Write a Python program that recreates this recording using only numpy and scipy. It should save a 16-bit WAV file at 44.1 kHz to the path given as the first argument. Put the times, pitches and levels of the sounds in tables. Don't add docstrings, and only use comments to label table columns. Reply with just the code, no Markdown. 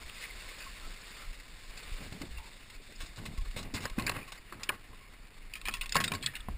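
import sys
import numpy as np
from scipy import signal
from scipy.fft import rfft, irfft, next_fast_len
from scipy.io import wavfile
from scipy.ndimage import uniform_filter1d

SR = 44100
rng = np.random.default_rng(int(sys.argv[2]) if len(sys.argv) > 2 else 0)


def dump(signal):
    limited = np.clip(np.atleast_2d(signal).T, -1, 1)
    pcm = np.round(limited * 32767).astype(np.int16)
    wavfile.write(sys.argv[1], SR, pcm)


def field_ratio(decibels):
    return 10 ** (np.asarray(decibels, dtype=float) / 20)


N = 289737


def evened(x):
    return x / np.sqrt(np.mean(x ** 2) + 1e-20)


def steadied(x, size):
    return x / np.sqrt(uniform_filter1d(x ** 2, size=size) + 1e-12)


def peaked(x, db):
    return field_ratio(db) * x / np.sqrt(uniform_filter1d(x ** 2, size=200).max())


def curve(rows, column):
    rows = np.array(rows)
    return np.interp(np.arange(N) / SR, rows[:, 0], rows[:, column])


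def swells(rows, floor_db, rise, fall):
    s, db, hold = np.transpose(rows)
    t = np.arange(0, N + 64, 64)[:, None] / SR
    before = np.maximum(s - t, 0)
    after = np.maximum(t - s - hold, 0)
    each = field_ratio(db - rise * before - fall * after)
    total = np.sqrt(field_ratio(floor_db) ** 2 + (each ** 2).sum(1))
    return np.interp(np.arange(N) / SR, t[:, 0], total)


def add(mix, s, sound):
    part = mix[round(s * SR):][:len(sound)]
    part += sound[:len(part)]


def tone(x, points):
    hz = np.fft.rfftfreq(N, 1 / SR)
    f, db = np.transpose(points)
    return irfft(rfft(x) * field_ratio(np.interp(np.log(hz + 1), np.log(f + 1), db)), N)


def highpass(x, hz):
    return signal.lfilter(*signal.butter(2, hz, "high", fs=SR), x)


def ring(x, modes, scatter_db=0., scatter=0.):
    size = next_fast_len(len(x) + 2000)
    hz = np.fft.rfftfreq(size, 1 / SR)[:, None]
    centre, width, db = np.transpose(modes)
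    chance = rng.standard_normal((2, len(modes)))
    sign = (-1) ** np.arange(len(modes))
    detune = (hz - centre * (1 + scatter * chance[1])) / width
    poles = sign * field_ratio(db + scatter_db * chance[0]) / (1 + 2j * detune)
    return irfft(rfft(x, size) * poles.sum(1), size)[:len(x)]


def grit(per_s, spread_db):
    size = field_ratio(spread_db * np.minimum(rng.exponential(1, N), 4)) * rng.choice([-1, 1], N)
    return evened(size * (rng.random(N) < per_s / SR))


def rattle(rise, hold, t60, grain, strike=0.):
    t = np.arange(5000) / SR
    sizes = rng.exponential(1, 5000) ** grain + strike * np.exp(-t / 0.00072)
    contacts = rng.standard_normal(5000) * sizes
    return contacts * (1 - np.exp(-t / rise)) * field_ratio(-60 * np.maximum(t - hold, 0) / t60)


# (time [s], level [dB], share of grit [0-1])
WASH_LEVEL = [(0.0, -51.5, 0.1), (0.48, -49, 0.24), (0.97, -52.5, 0.54), (1.19, -49, 0.05),
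              (1.34, -56.5, 0.73), (1.66, -54.5, 0.34), (1.99, -49, 0.3), (2.14, -53.5, 0.2),
              (2.76, -57, 0), (3.62, -56, 0.26), (3.82, -58.5, 0), (3.99, -53, 0.17), (4.2, -51.5, 0.7),
              (4.34, -58.5, 0.26), (5.62, -58, 0.4), (5.76, -57, 0.1), (6.08, -50, 0.46), (6.44, -58, 0.5)]
# (frequency [Hz], density [dB per Hz])
WASH_COLOUR = [(88, -13), (150, -7), (203, -7), (259, -9), (401, -2.5), (818, -6.5), (1060, -3.5),
               (1480, -3), (2200, 2.5), (3100, -1.5), (4960, -5), (5600, -6.5), (7280, -37), (12300, -120)]
# (frequency [Hz], width [Hz], level [dB])
CASE = [(1037, 22, -4), (2210, 470, 4), (3670, 120, -2.5), (4347, 134, 6.5), (5050, 120, -46)]
# (time [s], fizz level [dB])
TURN = [
    (3.5, 0.1),
    (3.75, -3.5),
]


def wash():
    frames = N // 128 + 5
    a, b, patches = rng.standard_normal((frames, 257, 3)).T
    patches = uniform_filter1d(patches, size=6, axis=0)
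    patches = evened(uniform_filter1d(patches, size=12, axis=1))
    flicker = evened(uniform_filter1d(rng.standard_normal(frames), size=6))
    bins = (a + 1j * b) * field_ratio(1.4 * patches + 1.9 * flicker)
    hiss = signal.istft(bins, nperseg=512, noverlap=384)[1][:N]
    share = curve(WASH_LEVEL, 2)
    drive = np.sqrt(1 - share) * evened(hiss) + np.sqrt(share) * grit(900, spread_db=-2.0)
    coloured = tone(drive, WASH_COLOUR)
    fizz = tone(coloured, [(2600, -40), (3400, 0)])
    coloured = coloured + (field_ratio(curve(TURN, 1)) - 1) * fizz
    cased = coloured + field_ratio(2) * ring(coloured, CASE)
    return field_ratio(curve(WASH_LEVEL, 1) + 1.5) * evened(cased)


# (time [s], peak level [dB])
GUSTS = [(0.06, -43), (0.35, -43), (0.47, -46), (0.68, -42.5), (0.86, -35.5), (1.28, -35.5), (1.55, -43),
         (1.7, -41), (1.92, -32.5), (2.05, -45), (2.19, -48), (2.35, -35.5), (2.76, -43.5), (3.01, -36.5),
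         (3.26, -38), (3.42, -31), (3.47, -33), (3.67, -38), (3.92, -37), (4.03, -39), (4.17, -45),
         (4.9, -45), (5.2, -47), (5.43, -39), (5.67, -37.5), (5.8, -35), (5.9, -39.5), (6.2, -50),
         (6.41, -40), (6.54, -33)]


def buffet():
    lumps = ring(ring(rng.standard_normal(N), [(26.1, 8.6, 0)]), [(28.6, 77, 0)])
    gain = swells([(*gust, 0) for gust in GUSTS], floor_db=-51.5, rise=267, fall=129)
    return gain * field_ratio(-2.0) * steadied(lumps, 5000)


# (time [s], peak level [dB], pitch [Hz], width [Hz], hold [s])
CHIRPS = [(.093, -41.5, 2900, 1300, 0.005), (.235, -42.5, 2280, 600, 0.024), (.30, -45, 2110, 200, 0.0079),
          (.505, -52, 1090, 80, 0.0072), (.655, -46, 1072, 73, 0.012), (.82, -52, 1306, 90, 0.045),
          (1.16, -53, 1340, 250, 0.096), (2.37, -45.5, 2700, 148, 0.0091), (2.955, -52, 5050, 250, 0.0044),
          (4.175, -46.5, 2460, 330, 0.07), (4.93, -55, 1094, 70, 0.015), (5.0, -59, 1090, 160, 0.08),
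          (5.0, -61, 2200, 400, 0.09), (4.693, -31.5, 1200, 700, 0.014), (6.404, -43.5, 3500, 500, 0.0031)]


def chirp(db, hz, width, hold):
    mode = [(hz, width, 0)]
    drive = rattle(0.0013, hold, 0.019, grain=0.029)
    return peaked(ring(ring(drive, mode), mode), db)


# (frequency [Hz], width [Hz], level [dB])
HULL = [(89, 15.5, 6), (126.6, 26, 2), (180, 37, -0.5), (217.5, 22.3, 3.5), (267, 73, -3), (417, 93, -6),
        (650, 560, -14)]
# (time [s], drumming level [dB], hold [s])
BUMPS = [(0.86, -53.5, 0.024), (2.01, -46.5, 0.064), (2.14, -44.5, 0.0075), (2.23, -41.5, 0.021),
         (3.03, -51, 0.012), (3.19, -45.5, 0.15), (3.57, -43.5, 0.11), (3.75, -41, 0.1),
         (4.005, -34.5, 0.0064), (4.03, -41, 0.16), (4.54, -50, 0.067), (4.7, -47.5, 0.03),
         (4.9, -51, 0.0074), (5.69, -48, 0.034), (5.97, -38.5, 0.1), (6.14, -34, 0.0042), (6.21, -51, 0.1),
         (6.505, -47, 0.0047)]


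def drumming():
    boom = ring(grit(260, spread_db=1.0), HULL)
    gain = swells(BUMPS, floor_db=-59, rise=461, fall=237)
    return gain * field_ratio(-3.0) * steadied(boom, 3000)


# (time [s], peak level [dB], pitch [Hz], slap against it [dB], t60 [s])
THUMPS = [(2.005, -46, 190, 2, 0.06), (2.122, -39, 113, 1, 0.038), (2.213, -38.5, 274, 0.5, 0.066),
          (2.24, -39, 252, -25, 0.035), (3.18, -40, 104, -4, 0.14), (3.284, -39, 150, -11, 0.052),
          (3.565, -32.5, 108, -7, 0.015), (3.747, -34, 97, -16, 0.067), (3.981, -25.5, 220, -16, 0.039),
          (3.9847, -32, 215, -25, 0.012), (3.195, -41, 171, -20, 0.073), (4.021, -34, 101, -22, 0.042),
          (4.522, -51, 349, -9, 0.099), (4.691, -37.5, 370, -9, 0.012), (5.683, -46, 198, 18.5, 0.029),
          (5.957, -32.5, 143, 14.5, 0.019), (5.965, -31, 170, 3, 0.077), (6.002, -35.5, 172, 7, 0.042),
          (6.117, -34, 168, 5.5, 0.067), (6.485, -34.5, 68, -1, 0.038), (1.915, -42, 81, -30, 0.071),
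          (6.24, -44.5, 132, -30, 0.39), (6.486, -34, 206, -30, 0.025), (3.381, -25.5, 43, -35, 0.092),
          (2.309, -36.5, 40.4, -35, 0.083), (3.737, -36.5, 275, -12, 0.056), (6.499, -33.5, 60, -30, 0.11),
          (2.15, -45, 188, -20, 0.076)]


def thump(db, hz, slap_db, t60):
    t = np.arange(5000) / SR
    boom = np.sin(2 * np.pi * hz * t) * (1 - np.exp(-t / 0.0012)) * field_ratio(-60 * t / t60)
    slap = ring(rattle(0.0007, 0.0013, 0.035, grain=0.36), [(670, 300, 0.5), (1700, 1900, -10)])
    return peaked(boom, db + 0.057) + peaked(slap, db + slap_db - 8.5)


# (frequency [Hz], width [Hz], level [dB])
SHELL = [(1550, 16, 2.5), (2077, 94, 9.5), (2380, 394, 3.5), (2504, 87, 7.5), (2930, 120, -6.5)]
WALL = [(500, 190, -9), (744, 1200, -30), (1090, 170, 4), (1080, 31, 15.5), (1220, 1200, -2)]
EDGE = [(3740, 370, 2), (4470, 170, 4), (5000, 610, -2), (3360, 880, 0), (4100, 2100, -7.5),
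        (5850, 150, -10.5)]


def knock(shell_db, wall_db, edge_db, hold, t60):
    drive = rattle(0.00031, hold, t60, grain=1.0, strike=2.4)
    damping = [1, 2.6, 1]
    shell = ring(drive, np.multiply(SHELL, damping), 2.2, 0.015)
    edge = ring(drive, np.multiply(EDGE, damping), 2.2, 0.015)
    wall = ring(drive, WALL, 6.1, 0.0041)
    sound = peaked(shell, shell_db - 7.0)
    sound += peaked(wall, shell_db + wall_db - 10.5)
    return sound + peaked(edge, shell_db + edge_db - 0.5)


# (time [s], shell peak level [dB], walls against it [dB], edge against it [dB], t60 [s])
PULL = [(3.0036, -37, -5.5, -6.5, 0.15), (3.059, -51, 4, 1.5, 0.082), (3.1602, -53, -1, 5, 0.11),
        (3.1785, -41, -7, -15, 0.079), (3.2545, -36.5, -2, -5.5, 0.083), (3.3755, -43, 2, -3, 0.066),
        (3.4511, -49.5, 7, -10, 0.12), (3.5107, -41.5, -15, -11, 0.034), (3.5616, -35.5, -6, -6, 0.17),
        (3.5842, -42.5, 5, -1, 0.1), (3.6282, -37.5, -16, -7, 0.036), (3.6473, -45, 1, -32, 0.12),
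        (3.739, -35, -24, -3.5, 0.12), (3.743, -32.5, -9, -4.5, 0.11), (3.7635, -33, 0, -13, 0.1),
        (3.805, -39.5, -7, -7, .15), (3.822, -38.5, -11, -7, 0.17), (3.838, -38.5, 2, -14, 0.17),
        (3.8532, -33, 9.5, -28, 0.038), (3.8982, -38.5, -3, -4.5, 0.016)]
SETTLE = [(3.9834, -29.5, 2, -21, 0.086), (3.9959, -30.5, -27, -8.5, 0.042), (4.019, -35, -12, -31, 0.15),
          (4.065, -26.5, -6, -5, 0.038), (4.076, -29.5, -3, -29, 0.088), (4.0942, -24.5, -0.5, -13, 0.035),
          (4.116, -33.5, 3, -26, 0.035), (4.1384, -35, 1.5, -36, 0.28), (4.164, -33, 4, -41, 0.024),
          (4.2763, -42.5, 1.5, -10, 0.12), (4.3202, -39, 2, -3.5, 0.054), (4.348, -48, 2, -8, 0.14),
          (4.376, -47, 0, -7, 0.059), (4.5226, -40.5, 7, -11, 0.05), (4.5961, -45.5, 5.5, -27, 0.31),
          (4.7176, -41.5, 6.5, -27, 0.14), (4.74, -45.5, 1.5, -29, 0.092)]


def rasp(shell_db, wall_db, edge_db, t60):
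    slide_s = 0.0013 + 0.094 * t60
    return knock(shell_db, wall_db, edge_db, slide_s, t60)


# (time [s], shell peak level [dB], t60 [s])
NUDGES = [(0.1464, -40.5, 0.31), (0.2094, -37.5, 0.25), (0.3973, -41.5, 0.075), (0.487, -40, 0.068),
          (0.5998, -38.5, 0.24), (1.3304, -42.5, 0.12), (1.399, -44, 0.023), (1.773, -38, 0.087),
          (2.0187, -48, 0.056), (2.1246, -41, 0.044), (2.2159, -33, 0.029), (2.381, -42.5, 0.058),
          (2.6995, -42, 0.035), (2.9214, -46, 0.036)]


def nudge(db, t60):
    return rasp(db, wall_db=-39, edge_db=-9, t60=t60)


# (time [s], peak level [dB], pitch [Hz], width [Hz], contact [s])
PINGS = [(4.692, -34.5, 1570, 500, 0.015), (4.692, -44, 600, 500, 0.0088), (4.524, -42, 1310, 300, 0.015),
         (3.986, -42, 4160, 1500, .004), (4.022, -38, 4300, 1200, .004), (5.684, -45, 334, 200, 0.0088),
         (1.015, -50, 5000, 500, .004), (3.257, -43.5, 2000, 300, 0.012), (2.38, -50.5, 920, 200, 0.069),
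         (2.8, -49.5, 340, 300, 0.018), (2.89, -51.5, 380, 400, 0.055), (3.75, -42, 3440, 250, 0.0079),
         (3.854, -32.5, 5000, 700, .004), (3.858, -37.5, 1620, 500, 0.0098), (4.066, -36, 4050, 700, .004),
         (4.068, -29, 2360, 250, 0.0091), (4.076, -31, 1620, 250, 0.012), (4.0945, -31, 4270, 600, 0.0028),
         (4.113, -42, 4550, 900, .003), (5.537, -37, 4800, 700, 0.0017), (5.689, -37, 1320, 350, 0.0081),
         (5.738, -35, 5400, 400, .004), (5.9215, -32, 5050, 300, 0.0046), (5.946, -37, 3770, 300, .005),
         (5.957, -35, 456, 250, 0.022), (5.97, -28, 1740, 500, 0.024), (6.041, -25.5, 3330, 900, 0.0064),
         (6.076, -29.5, 3740, 150, 0.0048), (6.211, -49, 3500, 350, .003),
         (6.233, -38.5, 3750, 500, 0.0035), (6.261, -29, 4300, 300, 0.0042),
         (6.261, -25, 3360, 300, 0.0035), (6.271, -34.5, 1840, 250, 0.015), (6.344, -45, 1700, 200, 0.017),
         (4.634, -35, 4900, 900, 0.003), (3.563, -41.5, 477, 350, 0.013), (6.366, -44, 2100, 250, .006),
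         (6.485, -38.5, 956, 300, 0.0016)]


def ping(db, hz, width, contact):
    mode = [(hz, width, 0)]
    drive = rattle(0.00022, 0.0005, 6.6 * contact, grain=0.42, strike=2.3)
    return peaked(ring(ring(drive, mode), mode), db - 2.5)


# (time [s], peak level [dB], pitch [Hz], t60 [s])
TAPS = [(3.8545, -29, 1520, .016), (4.0665, -25, 2400, .02), (4.0774, -27, 1600, .02),
        (4.0946, -21, 2670, .016), (4.1655, -32, 1580, .016), (4.3206, -36, 2570, .014),
        (4.634, -28, 4900, .012), (4.6915, -19, 2550, .02), (5.5372, -27, 2550, .02),
        (5.5545, -31, 2400, .022), (5.655, -27, 2450, .02), (5.663, -30, 2520, .016),
        (5.6744, -28, 2470, .02), (5.6846, -25, 2520, .018), (5.69, -28, 2450, .016),
        (5.6954, -29, 2550, .016), (5.7267, -35, 3300, .016), (5.7389, -25, 2700, .016),
        (5.8115, -20, 2650, .018), (5.8164, -28, 2500, .025), (5.8591, -34, 2500, .016),
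        (5.8942, -31, 3880, .01), (5.9219, -26, 5000, .016), (5.9484, -30, 3930, .012),
        (5.9648, -18, 3740, .01), (5.9655, -19, 1910, .014), (5.971, -23, 1760, .016),
        (6.0154, -27, 1500, .012), (6.0397, -20, 3300, .012), (6.0433, -21, 1980, .016),
        (6.119, -24, 2640, .016), (6.234, -28, 3700, .01), (6.236, -33, 1800, .014),
        (6.2612, -19, 3330, .014), (6.2664, -23, 3650, .02), (6.268, -30, 2550, .04),
        (6.353, -35, 2750, .03), (6.3649, -32, 3700, .014), (6.4048, -38, 3450, .014)]
KNOCKS = [(2.228, -42, 185, .04), (2.252, -43, 310, .04), (4.096, -29, 1100, .04),
          (5.9546, -20, 1080, .028), (5.9544, -18, 2300, .005), (5.955, -32, 780, .03),
          (5.956, -34, 460, .03), (6.008, -38, 1270, .05), (6.05, -42, 500, .03), (6.12, -36, 720, .03),
          (6.125, -36, 1090, .07), (6.128, -38, 330, .04), (6.24, -40, 1120, .025), (6.27, -41, 1290, .05),
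          (6.4853, -30, 940, .018), (6.4862, -35, 640, .022), (6.4857, -35, 360, .02),
          (6.4856, -40, 1900, .01), (6.4858, -43, 2600, .008)]


def tap(db, hz, t60):
    t = np.arange(4000) / SR
    pair = np.sin(2 * np.pi * hz * t) + 0.4 * np.sin(2 * np.pi * 1.13 * hz * t)
    return field_ratio(db - 1.5 - 60 * t / t60) * (1 - np.exp(-t / 0.00025)) * pair


# (factor on blade pitch, relative width, level [dB])
BLADE = [(1.026, 0.03, 5.5), (0.72, 0.035, 3), (1.3, 0.047, 1), (0.525, 0.016, -5), (1.245, 0.48, -4.5),
         (1.33, 0.48, -12)]
# (frequency [Hz], width [Hz], level [dB])
SHAFT = [(1088, 18, 0), (975, 70, -13), (1290, 120, -14)]


def clack(blade_db, blade_hz, shaft_db, edge_db, t60):
    drive = rattle(0.0003, 0.001, t60, grain=0.8, strike=3.2)
    blade = ring(drive, np.multiply(BLADE, [blade_hz, blade_hz, 1]), 1.5, 0.01)
    blade = highpass(blade, 0.45 * blade_hz)
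    first_contacts = drive * field_ratio(-60 * np.arange(len(drive)) / SR / 0.05)
    shaft = ring(first_contacts, SHAFT, 1.2, 0.002)
    edge = highpass(ring(drive, EDGE, 2.8, 0.0097), 2000)
    sound = peaked(blade, blade_db - 11.5)
    sound += peaked(shaft, blade_db + shaft_db - 5.0)
    return sound + peaked(edge, blade_db + edge_db - 10.0)


# (time [s], blade peak level [dB], blade pitch [Hz], edge against it [dB], t60 [s])
ROCKING = [(4.6328, -25.5, 2620, -0.5, 0.048), (4.6907, -11, 2280, -11.5, 0.031),
           (6.0789, -22, 1890, -4, 0.038), (5.8932, -32, 2600, 2.5, 0.048), (5.922, -22, 2030, 1, 0.05),
           (5.946, -20, 2700, -13, 0.11), (6.226, -23.5, 3200, -24, 0.085), (6.241, -27, 2570, -13, 0.039),
           (6.2609, -17, 2990, -5, 0.038), (6.2775, -33, 2620, -30, 0.19), (6.3348, -34, 1770, -23, 0.18),
           (6.353, -25.5, 2880, -16, 0.076), (6.3646, -32, 2020, -24, 0.058),
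           (6.396, -40.5, 1750, -9, 0.25)]


def rock(db, hz, edge_db, t60):
    return clack(db, hz, -30, edge_db, t60)


# (time [s], blade peak level [dB], blade pitch [Hz], shaft against it [dB], t60 [s])
CLACKS = [(5.5367, -33, 2460, -34, 0.11), (5.554, -30, 2420, -21, 0.11), (5.6141, -29.5, 2640, -19, 0.039),
          (5.654, -26.5, 2410, -17, 0.17), (5.6742, -25, 2500, -15, 0.016),
          (5.6838, -18.5, 2420, -18.5, 0.052), (5.7105, -32, 2500, -15, 0.3),
          (5.7389, -18.5, 2620, -17.5, 0.093), (5.7691, -33, 2410, -13.5, 0.099),
          (5.8114, -23, 2780, -21, 0.083), (5.8332, -32, 2100, -10.5, 0.13),
          (5.8585, -27.5, 2650, -19, 0.036), (5.9541, -19, 1830, -1, 0.063),
          (5.9649, -12, 2170, -26, 0.047), (6.0024, -17.5, 2440, -7, 0.079),
          (6.0397, -18.5, 2050, -24, 0.074), (6.119, -18.5, 2400, -15, 0.028),
          (6.1357, -26.5, 2020, -6.5, 0.077), (6.1496, -24.5, 2210, -30, 0.063)]


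def lay(db, hz, shaft_db, t60):
    edge_db = -7 - 15.5 * (hz - 2420) / 1e3
    return clack(db, hz, shaft_db, edge_db, t60)


def scene():
    mix = wash() + buffet() + drumming()
    for table, source in ((CHIRPS, chirp), (THUMPS, thump), (PULL, rasp), (SETTLE, rasp), (NUDGES, nudge),
                          (PINGS, ping), (TAPS, tap), (KNOCKS, tap), (ROCKING, rock), (CLACKS, lay)):
        for s, *blow in table:
            add(mix, s, source(*blow))
    return mix[None]


def band_limit(x):
    return signal.sosfilt(signal.butter(12, 16460, fs=SR, output="sos"), x)


# (frequency [Hz], level [dB])
PORT = [(2700, -1), (2950, -0.5), (3120, -7), (3300, -2), (5150, 0.5), (5400, -3.5), (5600, 1)]
# (frequency [Hz], level [dB])
BAND_LIMIT = [(14800, 0), (15150, 1), (15350, -32), (16000, -39), (16500, -50)]


def record(dry):
    guard = signal.firwin(81, 5803, fs=SR)[None]
    guarded = signal.oaconvolve(tone(dry, PORT), guard, "same")
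    slow = signal.resample_poly(guarded, 40, 147, axis=1)
    held = np.repeat(slow, 4, axis=1)
    held = signal.resample_poly(held, 147, 160, axis=1)
    held = np.pad(held, ((0, 0), (0, 64)))[:, :N]
    return band_limit(tone(held, BAND_LIMIT))


dry = scene()
out = record(dry)
dump(out)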